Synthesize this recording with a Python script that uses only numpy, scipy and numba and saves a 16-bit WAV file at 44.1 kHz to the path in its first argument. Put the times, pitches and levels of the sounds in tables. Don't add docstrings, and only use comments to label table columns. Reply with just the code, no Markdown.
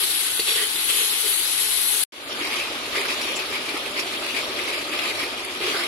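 import sys
import numpy as np
from scipy import signal
from scipy.fft import rfft, irfft, next_fast_len
from scipy.io import wavfile
from scipy.ndimage import uniform_filter1d
from numba import njit

SR = 44100
rng = np.random.default_rng(int(sys.argv[2]) if len(sys.argv) > 2 else 0)


def digitize_waveform(pressure):
    field = np.atleast_2d(pressure).T
    bounded = np.clip(field, -1, 1)
    quanta = np.round(bounded * 32767).astype(np.int16)
    wavfile.write(sys.argv[1], SR, quanta)


def gain_from_db(level_db):
    decades = np.asarray(level_db, float) / 20
    return 10 ** decades


N = 258867

# start in seconds, end in seconds.
PARTS = [
    (0, 2.039),
    (2.1215, 5.87),
]
# scrape level in dB,
# spoon hollow resonance in Hz, wok bowl level in dB, rasp level in dB.
TRAILING_SPOON = [
    (-33.5, 3420, -54.5, -48),
    (-35.5, 2440, -42, -51),
]
BOWL_HZ = 372


def frying(t, part, per_s, patchy_db):
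    # time in seconds, level in dB.
    heat_curves = [
        [(0.0, -26.5), (.4, -30), (0.69, -31), (1.0, -26.5), (1.16, -28.5), (1.33, -26), (1.5, -27.5),
         (1.75, -26.5), (2.03, -26)],
        [(2.5, -46.5), (2.77, -50.5), (3.0, -44), (3.6, -49), (4.2, -47.5), (5.25, -48.5), (5.47, -54.5),
         (5.78, -42.5), (5.87, -47)],
    ]
    # frequency in Hz, density in dB per Hz.
    spectra = [
        [(40, -21.5), (200, -19.5), (260, -13), (370, -10), (640, -19.5), (1000, -14.5), (1500, -7.0),
         (2200, -7.5), (3300, -4), (4400, -0.5), (5200, -9), (8000, -11.5), (11000, -11.5), (15500, -18)],
        [(40, -15), (200, -15), (260, -0.5), (370, -4), (640, -4.5), (1000, -6.5), (1500, -6), (2200, -9),
         (3300, -1), (4400, -9), (5200, -9.5), (8000, -25), (11000, -22), (15500, -35.5)],
    ]
    part_level_db = [-24.5, -27]
    zone_centres_hz = [450, 2720, 8600]
    heat_shares = [(.1, .2, 1.24), (.3, .5, 1.27)]
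    stir_shares = [(.05, .3, .05), (.1, .35, .2)]

    heat_db = in_time(heat_curves[part], t)[0]
    swell_db = lagging(stirring(t, part)[1], lag_s=0.36)
    zones_db = np.outer(heat_shares[part], heat_db) + np.outer(stir_shares[part], swell_db)
    zones_db -= np.median(zones_db, axis=1, keepdims=True)

    trains = [grains(per_s, 2.16, (3, len(t))) for _ in range(2)]
    trains = [two_ports(train[0], train[1:], part) for train in trains]
    out = 0
    together = drift(5.3, len(t))
    edges = 28 * 2 ** (np.arange(29) / 3)
    for k, (low, high) in enumerate(zip(edges, edges[1:])):
        hz = np.sqrt(low * high)
        shares = [np.interp(np.log(hz), np.log(zone_centres_hz), row) for row in np.eye(3)]
        flicker_db = patchy_db * (0.3 * together + 1.6 * drift(21.0, len(t)))
        gain = gain_from_db(at_hz(spectra[part], hz) + shares @ zones_db + flicker_db)
        out = out + gain * band(trains[k % 2], low, high)
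    return out / np.sqrt(np.mean(out[0] ** 2)) * gain_from_db(part_level_db[part])


def stirring(t, part):
    # start in seconds, length in seconds, scrape level in dB,
    # spoon hollow resonance in Hz, wok bowl level in dB.
    thin_strokes = [(0.0, 0.028, -26, 3320, -40.5), (.19, 0.079, -37, 3400, -59),
                    (.47, 0.047, -21.5, 3400, -32), (.54, .11, -27, 3140, -37.5),
                    (.88, .16, -28, 3180, -43.5), (1.12, 0.032, -26.5, 3340, -41),
                    (1.23, .08, -36, 3000, -40.5), (1.38, 0.02, -34.5, 3100, -48),
                    (1.54, 0.15, -34.5, 3230, -47.5), (1.76, 0.036, -35, 3500, -56),
                    (1.92, 0.16, -37, 3300, -43.5)]
    # start in seconds, length in seconds,
    # scrape level in dB, spoon hollow resonance in Hz, wok bowl level in dB.
    thick_strokes = [(2.398, 0.075, -30, 2240, -36), (2.498, 0.055, -29.5, 2330, -45),
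                     (2.577, 0.055, -29, 2500, -57), (2.933, 0.082, -27.5, 2100, -31.5),
                     (3.032, 0.099, -28, 2400, -47), (3.207, 0.12, -30, 2490, -50),
                     (3.389, 0.027, -30, 2450, -36), (3.537, 0.05, -27, 2310, -39),
                     (3.677, .1, -35, 2400, -47), (3.963, 0.029, -25.5, 2400, -37),
                     (4.12, 0.038, -35, 2560, -40), (4.238, .07, -30, 2700, -40),
                     (4.353, 0.057, -28, 2350, -40), (4.59, 0.046, -28.5, 2540, -42),
                     (4.672, 0.14, -31, 2400, -39), (4.93, 0.11, -29, 2480, -50),
                     (5.026, 0.085, -28, 2440, -35), (5.165, 0.08, -29, 2330, -43),
                     (5.38, 0.019, -32.5, 2520, -50), (5.615, 0.085, -26, 2460, -31),
                     (5.712, 0.13, -31.5, 2030, -40)]
    attack_s, release_s = 0.029, 0.021

    start, length, db, hz, bowl_db = np.transpose([thin_strokes, thick_strokes][part])[:, :, None]
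    rest_db, rest_hz, rest_bowl_db, _ = TRAILING_SPOON[part]
    rise = np.clip((t - start) / attack_s + .5, 0, 1)
    fall = np.exp(-np.maximum(t - start - length, 0) / release_s)
    envelope = (rise * fall) ** 2
    stroke_power = envelope * gain_from_db(2 * db)
    rest_power = gain_from_db(2 * rest_db)
    scrape_power = rest_power + np.sum(stroke_power, axis=0)
    hollow_hz = (rest_power * rest_hz + np.sum(stroke_power * hz, axis=0)) / scrape_power
    bowl_power = gain_from_db(2 * rest_bowl_db) + np.sum(envelope * gain_from_db(2 * bowl_db), axis=0)
    scrape_db = 10 * np.log10(scrape_power)
    return scrape_db, scrape_db - rest_db, hollow_hz, 10 * np.log10(bowl_power)


def scrape(t, part):
    # frequency in Hz, width in Hz, level in dB.
    steel_modes = [(1208, 170, 2.5), (1540, 650, -0.5), (2160, 530, 1.5), (2520, 18, 17.5), (2865, 23, -11),
                   (3600, 54, -2), (3840, 17, 12), (4750, 330, 6.5), (5160, 140, 4.5)]
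    bowl_hz = [433, BOWL_HZ][part]

    scrape_db, swell_db, hollow_hz, bowl_db = stirring(t, part)
    rasp_db = TRAILING_SPOON[part][-1] + 0.43 * lagging(swell_db, lag_s=0.092)
    pressure = gain_from_db(1.97 * drift(33.0, len(t)))
    slips = grains(5000, 2.7, (3, len(t))) * pressure

    hollow = glide(slips, hollow_hz, 545)
    steel = 0
    for k, (hz, width_hz, db) in enumerate(steel_modes):
        steel = steel + gain_from_db(db) * resonance(slips, hz, width_hz) * (-1) ** k
    steel = rms_one(steel)
    broad = rms_one(resonance(slips, 2600, 1900))
    bowl = rms_one(resonance(resonance(slips, bowl_hz, 300), bowl_hz, 78))
    rasp = rms_one(band(slips, 4300, 9500))

    body = gain_from_db(scrape_db) * (gain_from_db(1.5) * hollow + gain_from_db(-3.5) * steel + gain_from_db(-21.5) * broad)
    sound = body + gain_from_db(bowl_db) * bowl + gain_from_db(rasp_db + 5.5) * rasp
    return two_ports(sound[0], sound[1:], part)


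def knocks():
    # time in seconds, peak level in dB, left over right in dB, centre in Hz.
    edge_knocks = [(0.0337, -12, -7, 4260), (0.395, -5, -6, 4320), (0.7558, -12, 5, 3600),
                   (0.897, -12.5, 11, 2760), (1.243, -20, -1, 3190), (2.4105, -14, -0.5, 2870),
                   (2.9303, -18, 5, 2520), (2.953, -11, 4, 2060), (3.0492, -17, -16, 1540),
                   (3.0847, -12, 0.5, 2510), (3.2116, -11.5, -1, 4600), (3.3645, -15, 8, 2490),
                   (3.403, -17, 8, 2560), (3.5224, -13, 5, 2270), (3.554, -15, 4, 2370),
                   (3.683, -15, 10, 2320), (3.7618, -17.5, 2, 1250), (3.855, -13.5, -9, 2430),
                   (3.986, -25, 6, 2360), (4.22, -19, 1.0, 1250), (4.299, -14, 1, 2590),
                   (4.3686, -17, 6, 2200), (4.587, -15, 12, 2170), (4.9272, -15, 6, 2220),
                   (4.9882, -15.5, 21, 2520), (5.0332, -22, 4.5, 2580), (5.2299, -9, -3, 2330),
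                   (5.612, -29, -1, 2260), (5.635, -14, -7, 3620), (5.7483, -17, -6, 1520)]
    # time in seconds, peak level in dB, left over right in
    # dB, centre in Hz, decay in seconds.
    edge_skids = [(0.395, -4.5, 2, 2500, 0.0008), (0.471, -13.5, -5, 5400, 0.036),
                  (0.486, -13.5, 3, 3700, 0.035), (0.56, -15.5, -6, 1945, 0.03),
                  (0.616, -30, -9, 2020, 0.02), (3.357, -15.5, 10, 7200, 0.0081),
                  (3.689, -12.5, -3, 4070, 0.0038), (3.991, -20, -18, 5500, 0.0075),
                  (4.99, -7.5, -2, 3200, 0.0012), (5.445, -28.5, -11, 9700, 0.0058),
                  (2.585, -12.5, 2, 2570, 0.031), (3.266, -20, 8, 2330, 0.017),
                  (3.385, -15.5, 12, 2470, 0.011), (4.284, -21, 19, 2730, 0.02),
                  (4.36, -13, 8, 2310, 0.016), (5.201, -17, 4, 2230, .02), (5.734, -17.5, -8, 1530, 0.029),
                  (5.66, -22, -2, 3300, 0.044)]
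    knock_decay_s, thump_decay_s = 0.0052, 0.0094
    thump_db = -19

    out = np.zeros((2, N))
    t = np.arange(round(.1 * SR)) / SR
    touches = [(*row, knock_decay_s, True) for row in edge_knocks]
    touches += [(*row, False) for row in edge_skids]
    grit = rng.standard_normal((len(touches), 3, len(t)))
    for (s, db, pan_db, hz, decay_s, thumping), noise in zip(touches, grit):
        burst = (noise[0] + 0.33 * noise[1:]) * np.exp(-t / max(decay_s, .001))
        burst *= 1 - np.exp(-t * 0.0025 / decay_s ** 2)
        crack = resonance(burst, hz, 0.082 * hz + 0.59 / decay_s)
        crack += 0.024 * resonance(burst, 3100, 4400)
        crack *= gain_from_db(db - 5.0 + pan_db / 2 * np.array([[1], [-1]])) / np.abs(crack).max()
        thump = np.sin(2 * np.pi * BOWL_HZ * t) * np.exp(-t / thump_decay_s)
        thump *= thumping * gain_from_db(db + thump_db)
        i = int(s * SR)
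        out[:, i:i + len(t)] += crack + thump
    return out


def thumps():
    # time in seconds, peak level in dB, frequency in Hz.
    bowl_thumps = [(0.395, -17, 434), (1.015, -21, 440), (1.244, -22, 437), (2.127, -21, 308),
                   (2.409, -18, 308), (3.252, -21, 386), (3.546, -23, 337), (3.743, -16, 312),
                   (4.496, -16, 363), (5.231, -15.5, 376), (5.415, -29, 364), (5.605, -15.5, 416),
                   (5.675, -14, 420), (5.747, -13, 400)]
    out = np.zeros(N)
    t = np.arange(round(.06 * SR)) / SR
    envelope = (1 - np.exp(-t / 0.0011)) * np.exp(-t / 0.0087)
    for s, db, hz in bowl_thumps:
        i = int(s * SR)
        out[i:i + len(t)] += gain_from_db(db - 5) * np.sin(2 * np.pi * hz * t) * envelope
    return out


def two_ports(shared, own, part):
    # frequency in Hz, phase in radians.
    lead_curves = [
        [(0, 0.5), (1290, 0.67), (2070, -5.5), (3190, 1.1), (3700, 3), (5000, 0.5), (5770, 13.7), (6630, 20.5),
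         (7240, -16), (8010, 7.5), (10200, -4.5), (13300, -7.5), (15000, -29), (15500, -14)],
        [(0, 2.1), (1120, 0.6), (1640, 3.3), (2410, 6.54), (2670, 7.7), (3880, 12.6), (5080, 13.5),
         (5340, 18.1), (8010, 25.5), (10700, 36), (11300, 90), (13000, 16), (14600, 22), (15500, 39)],
    ]
    # frequency in Hz, share of power from 0 to 1.
    coherence = [(40, 0.08), (80, 0.75), (140, .88), (300, 0.96), (640, 0.88), (1400, 0.51), (3000, 0.22),
                 (8000, 0), (15000, 0.1)]
    length = shared.shape[-1]
    size = next_fast_len(length)
    hz = np.arange(size // 2 + 1) * SR / size + 1
    lead = np.interp(hz, *np.transpose(lead_curves[part])) / 2
    lead = lead * np.minimum(hz / 900, 1) ** 2
    alike = np.clip(at_hz(coherence, hz), 0, 1)
    turned = rfft(shared, size) * np.exp(1j * lead * [[1], [-1]])
    both = np.sqrt(alike) * turned + np.sqrt(1 - alike) * rfft(own, size)
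    return irfft(both, size)[:, :length]


def grains(per_s, spread_db, shape):
    sizes = gain_from_db(spread_db * np.minimum(rng.exponential(1, shape), 5)) * rng.choice([-1, 1], shape)
    return rms_one(sizes * (rng.random(shape) < per_s / SR) + 1e-9)


def drift(rate, size):
    step = 40
    r = np.exp(-2 * step * np.pi * rate / SR)
    noise = rng.standard_normal(size // step + 2002)
    slow = signal.lfilter([1], [1, -2 * r, r * r], noise)[2000:]
    return np.interp(np.arange(size) / step, np.arange(len(slow)), rms_one(slow))


def lagging(db, lag_s):
    r = np.exp(-1 / (max(lag_s, .001) * SR))
    return signal.lfilter([1 - r], [1, -r], db)


def resonance(x, hz, width_hz):
    r = np.exp(-np.pi * width_hz / SR)
    top = np.array([1, 0, -1]) * (1 - r * r) / 2
    return signal.lfilter(top, [1, -2 * r * np.cos(2 * np.pi * hz / SR), r * r], x)


@njit
def gliding(x, cosine, r):
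    y = np.zeros(len(x))
    for i in range(2, len(x)):
        y[i] = x[i] - x[i - 2] + 2 * r * cosine[i] * y[i - 1] - r * r * y[i - 2]
    return y


def glide(x, hz, width_hz):
    cosine, r = np.cos(2 * np.pi * hz / SR), np.exp(-np.pi * width_hz / SR)
    return rms_one(np.array([gliding(row, cosine, r) for row in x]))


def band(x, low_hz, high_hz):
    return signal.sosfilt(signal.butter(2, [low_hz, high_hz], "band", fs=SR, output="sos"), x)


def rms_one(x):
    return x / np.sqrt(np.mean(x ** 2) + 1e-20)


def in_time(rows, t):
    s, *columns = np.transpose(rows)
    return [np.interp(t, s, c) for c in columns]


def at_hz(points, hz):
    table_hz, values = np.array(points)[:, 0], np.array(points)[:, 1]
    return np.interp(np.log(hz), np.log(table_hz + 1), values)


def starved_bands(x, from_hz, top_hz):
    # frequency in Hz, level against neighbours in dB.
    dip_limits = [(2500, -4.2), (4800, -1.8), (8500, -1.7), (10500, -2.2), (12500, -1.2), (15500, -.7)]
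    # frequency in Hz, share from 0 to 1.
    empty_shares = [(1500, .004), (4400, .01), (4900, .24), (6500, .2), (8600, .16), (9300, .02),
                    (12000, .02), (12700, .16), (15500, .28)]
    hz, s, cells = signal.stft(x, SR, nperseg=2048)
    power = uniform_filter1d(np.abs(cells) ** 2, size=9, axis=1)
    power = uniform_filter1d(power, size=2, axis=2)
    limit = gain_from_db(2 * at_hz(dip_limits, hz + 1))[:, None] * uniform_filter1d(power, size=45, axis=1)
    jumps = np.round(.8 * rng.standard_normal(len(s) // 2 + 1))
    edge_hz = top_hz + 690 * jumps.repeat(2)[:len(s)]
    chance = rng.random((len(hz) // 10 + 1, len(s) // 3 + 1)).repeat(10, axis=0).repeat(3, axis=1)
    chance = chance[:len(hz), :len(s)]
    bin_hz = hz[:, None]
    empty = chance < at_hz(empty_shares, hz + 1)[:, None] * (bin_hz > 1400)
    dipped = (power < limit) & (bin_hz > from_hz)
    dropped = empty | dipped | (bin_hz > edge_hz)
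    return signal.istft(cells * np.where(dropped, .02, 1), SR, nperseg=2048)[1][:, :N]


def scene():
    # frequency in Hz, width in Hz, gain in dB.
    tone_bands = [
        [(196, 84, -6), (815, 130, 5.5), (2080, 990, 2.5)],
        [(210, 54, -7), (596, 43, 4), (1233, 110, 5), (1554, 100, 2.5)],
    ]
    # frequency in Hz, width in Hz, gain in dB.
    port_modes = [
        [(1670, 1600, -3), (8090, 720, 4), (10850, 1270, 19.5)],
        [(2400, 1500, -3), (8430, 2400, -3.5), (10660, 2800, 9)],
    ]
    out = np.zeros((2, N))
    touches = knocks() + thumps()
    for part, (start, end) in enumerate(PARTS):
        a, b = round(start * SR), min(round((end + .04) * SR), N)
        t = np.arange(a, b) / SR
        sound = frying(t, part, per_s=[22000, 12000][part], patchy_db=[.8, 1.2][part])
        sound = sound + scrape(t, part) + touches[:, a:b]
        for hz, width_hz, db in tone_bands[part]:
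            sound += (gain_from_db(db) - 1) * resonance(sound, hz, width_hz)
        for hz, width_hz, db in port_modes[part]:
            sound[part] += (gain_from_db(db) - 1) * resonance(sound[part], hz, width_hz)
        out[:, a:b] = sound
    return out


def band_limit(x):
    return signal.sosfilt(signal.butter(12, 15910, fs=SR, output="sos"), x)


def record(dry):
    # time in seconds, level in dB.
    cut_tail = [(2.0385, 0), (2.0395, -24), (2.05, -30), (2.056, -60), (2.065, -120)]
    fade_from_db, fade_s, fade_bend = -13, 0.29, 1.6
    t = np.arange(N) / SR
    second_start = PARTS[1][0]
    fade = gain_from_db(fade_from_db * np.clip(1 - (t - second_start) / fade_s, 0, 1) ** fade_bend)
    gain = np.where(t < second_start, gain_from_db(in_time(cut_tail, t)[0]), fade)
    rounded = 0.61 * np.tanh(dry / 0.79)
    mix = starved_bands(rounded, from_hz=2700, top_hz=15700) * gain
    return band_limit(mix)


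dry = scene()
out = record(dry)
digitize_waveform(out)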